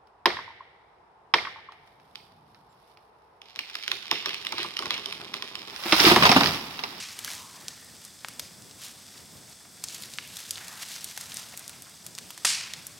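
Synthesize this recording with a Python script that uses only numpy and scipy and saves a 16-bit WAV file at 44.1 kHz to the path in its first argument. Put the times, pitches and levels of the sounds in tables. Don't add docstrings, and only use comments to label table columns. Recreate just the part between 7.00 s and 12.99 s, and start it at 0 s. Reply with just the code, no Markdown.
import sys
import numpy as np
from scipy import signal
from scipy.fft import rfft, irfft, next_fast_len
from scipy.io import wavfile
from scipy.ndimage import map_coordinates

SR = 44100
rng = np.random.default_rng(int(sys.argv[2]) if len(sys.argv) > 2 else 0)


def materialize(psi):
    bounded = np.clip(np.atleast_2d(psi).T, -1, 1)
    quanta = np.round(bounded * 32767).astype(np.int16)
    wavfile.write(sys.argv[1], SR, quanta)


N = 264159
TIME = np.arange(N) / SR


def amp(db):
    return 10 ** (np.asarray(db) / 20)


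def unit(x):
    return x / np.sqrt(np.mean(x ** 2) + 1e-20)


def read(points, hz):
    f, value = np.transpose(points)
    return np.interp(np.log(hz + 1), np.log(f + 1), value)


def add(mix, s, sound):
    at = round(s * SR)
    sound = sound[:, max(-at, 0):]
    part = mix[:, max(at, 0):][:, :sound.shape[1]]
    part += sound[:, :part.shape[1]]


def at_level(sound, db):
    return amp(db) * sound * np.sqrt(SR / 1000 / (np.sum(sound ** 2, -1).mean() + 1e-20))


def colour(x, spectrum):
    gain = amp(read(spectrum, np.fft.rfftfreq(x.shape[-1], 1 / SR)))
    return unit(irfft(rfft(x) * gain, x.shape[-1]))


def pair(mid, side, side_db):
    return mid + amp(side_db) * np.array([side, -side])


def waver(rate_hz):
    knots = rng.standard_normal(4096)
    return unit(map_coordinates(knots, [TIME * rate_hz], order=1, mode="wrap"))


def hiss(spectrum, side_db):
    return colour(pair(*rng.standard_normal((2, next_fast_len(N))), side_db), spectrum)[:, :N]


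def bursts(rows, bed, rise_share=.9, roundness=1.5):
    power = bed ** 2
    for peak_s, db, fade_s in rows:
        away = np.maximum((peak_s - TIME) / rise_share, TIME - peak_s) / fade_s
        power = power + (amp(db) * np.exp(-away ** roundness)) ** 2
    return np.sqrt(power)


def forest(decay_scale=0.91, build_s=0.022, trunks_db=1.5):
    # frequency in Hz, relative level in dB.
    spectrum = [(150, -32), (500, -25.5), (900, -12.5), (1400, -8.5), (2600, 2.5), (3600, 0.5), (4800, 5.5),
                (6300, 3.5), (9000, 2.5), (12000, -10.5), (16000, -28)]
    # frequency in Hz, seconds to fall 60 dB before decay_scale is applied.
    decay = [(300, 0.85), (1000, 1.33), (2800, 0.83), (5500, 0.65), (9000, 0.46), (15000, 0.51)]
    reflections = pair(*rng.standard_normal((2, SR)), side_db=-20) * amp(trunks_db * waver(260)[:SR])
    hz, t, bands = signal.stft(colour(reflections, spectrum), SR, nperseg=256)
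    build_up = 1 - np.exp(-(t / build_s) ** 2)
    bands *= amp(-60 * t / (decay_scale * read(decay, hz)[:, None])) * build_up
    echo = signal.istft(bands, SR, nperseg=256)[1]
    return echo / np.linalg.norm(echo[0])


def crack_echoes():
    # start in seconds, echo level in dB over one millisecond.
    echoes = [(-.135, -8.5), (5.4483, -5.5)]
    out = np.zeros((2, N))
    for s, db in echoes:
        add(out, s, at_level(forest(), db))
    return out


def flames(level_db=-55, flutter_db=1.8):
    # frequency in Hz, relative level in dB.
    spectrum = [(20, -40), (35, -31), (50, -18), (75, -3.5), (130, -0.5), (200, -0.5), (350, -7.5),
                (700, -9.5), (1200, -16), (2500, -20.5), (6000, -24.5)]
    # frequency in Hz, correlation of left and right.
    likeness = [(25, .8), (60, 0.97), (130, 0.79), (330, 0.58), (700, 0.57), (1500, 0.25), (4000, 1)]
    size = next_fast_len(N)
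    left, other = rfft(rng.standard_normal((2, size)))
    same = read(likeness, np.fft.rfftfreq(size, 1 / SR))
    right = same * left + np.sqrt(1 - same ** 2) * other
    noise = irfft(np.array([left, right]), size)
    return colour(noise, spectrum)[:, :N] * amp(level_db + flutter_db * waver(14))


def steam(level_db=-53, flutter_db=0.5):
    # frequency in Hz, relative level in dB.
    spectrum = [(900, -18.5), (2000, -12), (3000, -23), (3400, 2), (3900, -7.5), (4900, 2), (6800, -4.5),
                (8200, 1.5), (9300, -5.5), (12500, -13.5), (14400, -15), (15000, -26), (16000, -35)]
    return hiss(spectrum, side_db=-12.5) * amp(level_db + flutter_db * waver(36))


def boiling():
    # time in seconds, relative level in dB.
    simmer = [(0, -47), (.45, -51), (.7, -54.5), (1.3, -58), (1.56, -66.5), (1.9, -52), (2.4, -60),
              (2.75, -61.5), (2.9, -47), (3.25, -48.5), (3.95, -46), (4.55, -49), (4.8, -55), (5.1, -57),
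              (5.4, -52), (5.99, -56)]
    # peak in seconds, relative level in dB, fading time in seconds.
    flares = [(.31, -39, .085), (1.055, -50, .045), (1.44, -49.5, .035), (1.848, -40.5, .046),
              (2.16, -52.5, .04), (2.5, -53, .05), (2.95, -43, .05), (3.39, -44.5, .06),
              (3.82, -40.5, .025), (3.925, -40.5, .055), (4.1, -46, .03), (4.22, -45, .025),
              (4.375, -41, .04)]
    return bursts(flares, amp(np.interp(TIME, *np.transpose(simmer))))


def fibre_ring(hz, octaves, dull_hz=12500, thin_hz=260, size=1024):
    f = abs(np.fft.fftfreq(size, 1 / SR)) + 20
    detune = np.log2(f / hz) / max(octaves, .05)
    log_gain = -3.2 * np.log1p(detune ** 2 / 12) - .5 * np.log1p((f / dull_hz) ** 12)
    log_gain -= np.log1p((thin_hz / f) ** 2)
    minimum_phase = np.exp(np.conj(signal.hilbert(log_gain)))
    return np.fft.ifft(minimum_phase).real[:size // 2]


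def crackle(per_s, centre_hz=6000, kinds=20):
    out = np.zeros((2, N))
    count = int(per_s * N / SR / kinds)
    for pitch, place in rng.standard_normal((kinds, 2)):
        at = rng.integers(0, N, 2000)
        sizes = amp(5 * np.minimum(rng.exponential(1, len(at)), 3)) * rng.choice([-1, 1], len(at))
        clicks = np.bincount(at[:count], sizes[:count], N)
        ring = unit(fibre_ring(centre_hz * 2 ** (.5 * pitch), octaves=0.4))
        out += signal.oaconvolve(clicks, ring)[:N] * amp(.5 * np.array([[place], [-place]]))
    return unit(out)


def sizzle(hiss_db=-1.5, crackle_db=-6.5, flutter_db=2.5):
    # frequency in Hz, relative level in dB.
    spectrum = [(300, -20), (900, -7), (2000, -3), (3800, 1.5), (6000, 0), (9000, -5), (12000, -6),
                (16000, -14.5)]
    vapour = hiss(spectrum, side_db=-38) * amp(hiss_db + flutter_db * waver(170))
    ticks = amp(crackle_db) * crackle(per_s=900)
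    return boiling() * (vapour + ticks)


def embers(level_db=-62):
    return amp(level_db) * crackle(per_s=130)


def jets(leak_db=-62.5, flutter_db=2.5):
    # frequency in Hz, relative level in dB.
    spectrum = [(300, -45), (650, -0.5), (1000, 1), (1400, 2.5), (1850, 2), (2600, -3), (4500, -17)]
    # peak in seconds, level in dB, fading time in seconds.
    rushes = [(.295, -48, 0.12), (.62, -58.5, 0.23), (3.66, -49.5, 0.13), (3.82, -54, 0.14),
              (4.4, -56, 0.4)]
    return hiss(spectrum, side_db=-19) * bursts(rushes, amp(leak_db)) * amp(flutter_db * waver(90))


def snap(db, hz, octaves, tear_s, first=3.1, dull_hz=12800, scatter_db=-9, scatter_s=0.005, size=2048):
    t = np.arange(size) / SR
    fibres, scatter, side = rng.standard_normal((3, size))
    fibres *= (rng.random(size) < .3) * np.exp(-(t / tear_s) ** 2)
    fibres[0] = first
    spread = np.exp(-t / scatter_s) * (1 - np.exp(-t / 0.0012))
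    ring = fibre_ring(hz, octaves, dull_hz)
    direct, near, wide = (at_level(np.convolve(drive, ring), db)
                          for drive in (fibres, scatter * spread, side * spread))
    pan = amp(rng.normal(0.15, 0.2) * np.array([[1], [-1]]))
    return pair(direct + amp(scatter_db) * near, wide, side_db=-19) * pan


def splinters(above_db=7, centre_hz=6200, count=75):
    out, boil = np.zeros((2, N)), boiling()
    share = np.cumsum(boil) / boil.sum()
    for k in range(count):
        at = min(np.searchsorted(share, (k + rng.random()) / count), N - 1)
        vary_db, pitch = np.clip(rng.standard_normal(2), -2, 2)
        hz = centre_hz * 2 ** (0.5 * pitch)
        add(out, at / SR, boil[at] * snap(above_db + vary_db, hz, octaves=0.67, tear_s=0.00065))
    return out


def twig_snaps():
    # start in seconds, level in dB over one millisecond, centre in Hz, spread in octaves.
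    breaks = [(.1906, -26.5, 7500, 2), (0.2471, -24.5, 4600, 1.4), (.2792, -29, 1770, 0.3),
              (.3035, -31, 2900, 0.93), (1.0505, -34.5, 8000, 0.42), (1.2851, -29.5, 3600, 1.7),
              (1.396, -23, 5400, 1.7), (1.3951, -26, 4330, .19), (1.7114, -40, 4630, .3),
              (2.179, -39.5, 4970, .3), (2.839, -25, 5260, 1.16), (2.8402, -23, 5800, .25),
              (2.8855, -28, 5170, 0.37), (2.9453, -32.5, 5200, .55), (3.0224, -32, 6360, .6),
              (3.0358, -30.5, 4200, 0.61), (3.1374, -31.5, 5360, 0.53), (3.3691, -28, 5500, 0.76),
              (3.5084, -19, 6660, 0.77), (3.5568, -31, 3950, 0.2), (3.682, -32.5, 6400, 1.2),
              (3.956, -33.5, 4900, 0.23), (3.8321, -31.5, 2600, 0.51), (4.044, -24, 12000, 1.17),
              (4.1761, -25, 4000, 1.6), (4.2108, -30, 7100, 1.3), (4.3197, -32, 2760, .64),
              (4.3432, -29.5, 8250, .35), (4.37, -26, 6300, 0.56), (4.5405, -37.5, 890, 0.76),
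              (4.575, -29, 8700, .74), (4.594, -33, 12000, .89), (4.6949, -32, 6000, 2),
              (4.822, -34.5, 12000, 0.94), (5.0653, -29, 11980, 1.1), (5.1511, -33, 6400, 0.45),
              (5.18, -32.5, 2600, 0.97), (5.3055, -31, 8700, 2), (5.3774, -32.5, 2900, 1.5),
              (5.7364, -24.5, 3640, 0.51), (5.8682, -28, 11400, 0.6)]
    out = np.zeros((2, N))
    for s, db, hz, octaves in breaks:
        add(out, s, snap(db, hz, octaves, tear_s=.0013, first=2.3, scatter_db=-6))
    return out


def whistles(flutter_db=2):
    # start and end in seconds, pitch and rough width in Hz, level in dB.
    notes = [(0.252, 0.65, 1040, 200, -56.5), (.58, 0.91, 1850, 110, -59.5), (3.588, 3.823, 1720, 260, -55)]
    out = np.zeros(N)
    for start, end, hz, width, db in notes:
        b, a = signal.iirpeak(hz, hz / (1.9 * width), fs=SR)
        note = unit(signal.lfilter(b, a, signal.lfilter(b, a, rng.standard_normal(N))))
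        progress = np.clip((TIME - start) / (end - start), 0, 1)
        swell = np.sqrt(abs(np.sin(np.pi * progress)))
        out += note * swell * amp(db + flutter_db * waver(37))
    return out


def sap_pops():
    # start in seconds, level in dB over one millisecond, centre in Hz, spread in octaves.
    pockets = [(.683, -23, 5500, 0.54), (1.2473, -24, 1490, 0.73), (3.186, -21.5, 2250, 0.53),
               (3.5749, -34, 2300, .95), (3.5809, -31.5, 2700, 0.48), (4.6795, -30, 8300, 0.56),
               (5.1865, -26, 4040, 0.78)]
    out = np.zeros((2, N))
    for s, db, hz, octaves in pockets:
        add(out, s, snap(db, hz, octaves, tear_s=.0001, scatter_db=-10.5))
    return out


def branch_split():
    # start in seconds, direct level in dB over one millisecond, centre in Hz,
    # spread in octaves, tearing time in seconds.
    stages = [(5.4484, -14.5, 2700, 1.01, 0.002), (5.4499, -23, 945, 1.5, 0.0061),
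              (5.4512, -14.5, 6340, 0.7, 0.0011), (5.4538, -17, 3800, 1, 0.0013),
              (5.4627, -29, 5500, 0.53, 0.0026)]
    out = np.zeros((2, N))
    for s, *shape in stages:
        add(out, s, snap(*shape, first=0.93, dull_hz=10600, scatter_db=0.5, scatter_s=0.0062))
    return out


def scene(wet_db=-14):
    twigs = splinters() + sap_pops() + twig_snaps()
    cracks = branch_split() + crack_echoes()
    twig_echo = signal.fftconvolve(twigs.mean(0)[None], forest(decay_scale=0.69), axes=1)[:, :N]
    fire = flames() + steam() + sizzle() + embers() + jets() + whistles()
    return twigs + amp(wet_db) * twig_echo + cracks + fire


def record(dry, ceiling=.55, edge_hz=15950):
    rounded = ceiling * np.tanh(dry / ceiling)
    lowpass = signal.firwin(511, edge_hz, window=("kaiser", 9), fs=SR)
    return signal.oaconvolve(rounded, lowpass[None], "same")


dry = scene()
out = record(dry)
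materialize(out)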